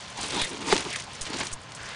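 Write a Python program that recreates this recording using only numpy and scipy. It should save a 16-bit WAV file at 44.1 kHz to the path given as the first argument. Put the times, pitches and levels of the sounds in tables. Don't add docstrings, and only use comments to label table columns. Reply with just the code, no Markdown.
import sys
import numpy as np
from scipy import signal
from scipy.fft import rfft, irfft
from scipy.io import wavfile

SR = 44100
rng = np.random.default_rng(int(sys.argv[2]) if len(sys.argv) > 2 else 0)


def output_pcm(signal):
    pcm = np.clip(np.atleast_2d(signal).T, -1, 1) * 32767
    wavfile.write(sys.argv[1], SR, np.round(pcm).astype(np.int16))


N = 85995
T = np.arange(N) / SR


def from_db(db):
    return 10 ** (np.asarray(db) / 20)


def unit_rms(x):
    return x / np.sqrt(np.mean(x ** 2) + 1e-20)


def drift(hz):
    step, settle = 20, 2000
    pole = np.exp(-2 * np.pi * hz * step / SR)
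    noise = rng.standard_normal(N // step + settle + 2)
    slow = signal.lfilter([1], [1, -2 * pole, pole * pole], noise)[settle:]
    return np.interp(np.arange(N) / step, np.arange(len(slow)), unit_rms(slow))


def swell(at, rise, fall):
    return np.sin(np.pi / 2 * np.interp(T, [at - rise, at, at + fall], [0, 1, 0])) ** 2


def grains(per_s, spread_db):
    clicks = (rng.random(N) < per_s / SR) * rng.choice([-1, 1], N)
    return clicks * from_db(spread_db * np.minimum(rng.exponential(1, N), 4)) + 1e-18


def bandpass(x, low, high, order=1):
    return signal.sosfilt(signal.butter(order, [low, high], "band", fs=SR, output="sos"), x)


def ring(x, hz, t60):
    radius, angle = from_db(-60 / (t60 * SR)), 2 * np.pi * hz / SR
    mode = signal.lfilter([.5, 0, -.5], [1, -2 * radius * np.cos(angle), radius ** 2], x + 1e-18)
    return bandpass(mode, hz / 2, hz * 2)


def coloured(sources, spectrum, flicker_db):
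    edges = 10800 / 2 ** np.arange(8.6, -.1, -.5)
    hz, db = np.transpose(spectrum)
    out = 0
    for k, (low, high) in enumerate(zip(edges, edges[1:])):
        level = np.interp(np.log(low * high) / 2, np.log(hz), db)
        band = bandpass(sources[k % len(sources)], low, high, order=2)
        out += band * from_db(level + flicker_db * drift(25))
    return unit_rms(out)


def background():
    # (frequency [Hz], level [dB])
    tones = [(118.5, -57), (1039, -57)]
    # (frequency [Hz], relative density [dB])
    air = [(30, -24), (60, -2), (100, 4), (200, 1), (350, -10.5), (600, -4), (1000, -4), (1600, -7),
           (3500, -12), (7000, -18), (10000, -52.5)]
    hum = sum(from_db(db) * unit_rms(np.sin(2 * np.pi * hz * T + 0.25 * drift(24))) for hz, db in tones)
    hiss = coloured(rng.standard_normal((2, N)), air, flicker_db=1.2)
    return hum + from_db(-45) * hiss


def board_reflections(x):
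    t, t60 = T[:SR // 4], 0.097
    tail = rng.standard_normal(len(t)) * from_db(-60 * t / t60) * (t > .004)
    return from_db(-18.5) * signal.fftconvolve(x, tail / np.linalg.norm(tail))[:N]


def thumps():
    # (start [s], peak [dB], sizzle level [dB])
    cues = [(0.419, -31.5, -40), (0.721, -34, -31), (1.212, -34.5, -36.5), (1.526, -33, -30.5)]
    # (frequency [Hz], relative density [dB])
    colour = [(2000, -25), (4500, -32), (7000, 32), (10000, -6.5)]
    sizzle = coloured(rng.standard_normal((2, N)), colour, flicker_db=-0.5)
    out = 0
    for start, db, sizzle_db in cues:
        out += from_db(db) * swell(start + 0.0045, rise=0.0045, fall=0.044)
        out += from_db(sizzle_db) * sizzle * swell(start + 0.006, rise=0.006, fall=0.016)
    return out


def claw_scratches():
    # (peak time [s], rise [s], fall [s], level [dB], centre [Hz], width [Hz])
    strokes = [(0.201, 0.072, 0.036, -39.5, 900, 250), (0.399, 0.098, 0.092, -31.5, 3660, 915),
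               (.44, 0.015, 0.045, -34, 2030, 457), (.945, 0.064, 0.035, -35, 2130, 900),
               (1.08, 0.028, 0.032, -45, 834, 199), (1.85, .14, 0.43, -44.5, 1630, 790)]
    out = 0
    for at, rise, fall, db, hz, width in strokes:
        low, high = max(hz - width / 2, hz / 2), hz + width / 2
        slips = grains(per_s=3100, spread_db=4)
        rasp = bandpass(bandpass(slips, low, high), low, high)
        out += from_db(db) * swell(at, rise, fall) * unit_rms(rasp)
    return out


def shell_on_boards():
    # (peak time [s], rise [s], fall [s], level [dB], upper mode offset [dB])
    drags = [(.27, 0.17, 0.14, -45, -5), (.37, 0.059, 0.063, -34.5, 3), (0.524, 0.069, 0.066, -34.5, -7.5),
             (0.598, 0.039, 0.18, -37.5, -5.5), (0.697, 0.048, 0.065, -30.5, -4),
             (0.761, .025, 0.063, -30.5, -5.5), (0.861, 0.03, 0.029, -31.5, -4.5),
             (1.339, 0.1, 0.055, -34, -4.5), (1.407, 0.019, 0.033, -36.5, 2)]
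    # (start [s], strength [dB], contact length [s])
    knocks = [(.361, -15, 0.0032), (.7259, -11.5, 0.00084), (.7282, -16.5, 0.0013), (.7305, -17.5, .001),
              (.7328, -31.5, 0.0024), (0.857, -31, 0.0013), (1.404, -35, .0005)]
    # (frequency [Hz], drag gain [dB], knock gain [dB], t60 [s])
    modes = [(196, -19.5, -4, 0.043), (292.4, 5, -26, 0.022), (392.5, -12.5, 4, 0.024),
             (707, -10, -1.5, 0.028), (887, 6.5, 3.5, 0.017), (1060, -21, -11, .025),
             (1177, -15, -1.5, 0.028)]
    upper_above_hz = 600
    lower = upper = blows = out = 0
    for at, rise, fall, db, upper_db in drags:
        pressure = from_db(db) * swell(at, rise, fall)
        lower += pressure
        upper += pressure * from_db(upper_db)
    for start, db, length in knocks:
        contact = swell(start + length / 2, length / 2, length / 2)
        blows += from_db(db) * contact / contact.sum()
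    slips = grains(per_s=700, spread_db=3)
    slips /= np.std(sum(from_db(db) * ring(slips, hz, t60) for hz, db, _, t60 in modes))
    for hz, drag_db, knock_db, t60 in modes:
        friction = slips * (upper if hz > upper_above_hz else lower)
        out += ring(from_db(knock_db) * blows + from_db(drag_db) * friction, hz, t60)
    return out


def snaps():
    # (start [s], level [dB], t60 [s], centre [Hz])
    breaks = [(.174, -32.5, 0.043, 4240), (0.204, -33.5, .03, 4000), (0.228, -30, 0.1, 6000),
              (.305, -27, .03, 3520), (0.342, -46, 0.018, 2500), (0.36, -37, 0.038, 2160),
              (.4, -27, .025, 3400), (0.416, -19, 0.023, 2250), (0.676, -29, 0.036, 4970),
              (.691, -17.5, 0.01, 7500), (0.704, -30.5, 0.04, 2500), (.719, -32, 0.025, 3500),
              (.7253, -12.5, 0.014, 1410), (0.754, -33, 0.034, 3280), (0.764, -16, 0.019, 3100),
              (0.778, -20, .025, 4000), (0.804, -31, 0.041, 2800), (0.849, -32.5, 0.071, 2600),
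              (0.9, -37, .03, 7150), (.928, -31, 0.058, 8000), (0.959, -17, 0.013, 2260),
              (0.958, -28.5, 0.062, 9000), (.998, -30.5, 0.033, 4000), (1.021, -28.5, 0.015, 4970),
              (1.2101, -25.5, 0.029, 5400), (1.216, -15, 0.011, 7000), (1.2291, -15, 0.004, 9000),
              (1.252, -30.5, 0.055, 3000), (1.333, -31, 0.012, 5970), (1.347, -36, 0.008, 6000),
              (1.386, -25, 0.022, 5400), (1.404, -26.5, 0.028, 1200), (1.41, -23.5, 0.031, 1820),
              (1.468, -26.5, 0.032, 4360), (1.5264, -30, .02, 5500), (1.719, -33.5, 0.022, 4200),
              (1.748, -33, 0.041, 7460), (1.831, -35, 0.02, 7000)]
    attack_s, octave_loss_db = .0012, 5.5
    out, size = np.zeros(N + SR), SR // 10
    t = T[:size]
    hz = np.maximum(np.fft.rfftfreq(size, 1 / SR), 1)
    for at, db, t60, centre_hz in breaks:
        colour = from_db(-octave_loss_db * np.log2(hz / centre_hz) ** 2)
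        burst = unit_rms(irfft(rfft(rng.standard_normal(size)) * colour, size))
        envelope = np.minimum(t / attack_s, 1) * from_db(db - 60 * t / t60)
        start = int(at * SR)
        out[start:start + size] += burst * envelope
    return out[:N]


def leaf_crackle():
    # (time [s], level [dB])
    push = [(0, -40.5), (.06, -47), (.165, -43.5), (.19, -35.5), (.23, -35.5), (.29, -35), (.405, -30.5),
            (.48, -38), (.56, -42), (.66, -36), (.72, -27.5), (.775, -31), (.83, -37), (.88, -37),
            (.93, -36), (1.0, -40), (1.06, -47), (1.12, -40.5), (1.19, -44.5), (1.27, -39), (1.41, -34),
            (1.52, -42), (1.55, -55.5), (1.70, -53.5), (1.83, -41.5), (1.95, -43)]
    # (frequency [Hz], relative density [dB])
    crush_colour = [(150, -2.5), (550, -0.5), (900, -1), (1500, -3), (2300, -1), (3600, 0.5), (5200, -5.5),
                    (8000, -8.5), (10000, -33)]
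    # (frequency [Hz], relative density [dB])
    treble_colour = [(2500, -29), (5000, -7.5), (7000, -3), (10000, -1)]
    clump_hz, clump_db, treble_swing_db = 69, 2.12, 16.5
    cracks = [grains(per_s=6000, spread_db=4) for _ in range(3)]
    crush = coloured(cracks, crush_colour, flicker_db=1.7)
    crackle = unit_rms(crush * from_db(clump_db * drift(clump_hz)))
    treble_gain = from_db(treble_swing_db * np.minimum(drift(hz=69), 1.3))
    high_hiss = coloured(rng.standard_normal((2, N)), treble_colour, flicker_db=3)
    treble_flicker = unit_rms(high_hiss * treble_gain)
    return (crackle + from_db(-8.5) * treble_flicker) * from_db(np.interp(T, *np.transpose(push)))


def scene():
    turtle = leaf_crackle() + snaps() + claw_scratches() + shell_on_boards()
    return (turtle + board_reflections(turtle) + thumps() + background())[None]


def record(dry):
    cutoff_hz = 10020
    return signal.sosfilt(signal.ellip(12, .2, 75, cutoff_hz, fs=SR, output="sos"), dry)


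dry = scene()
out = record(dry)
output_pcm(out)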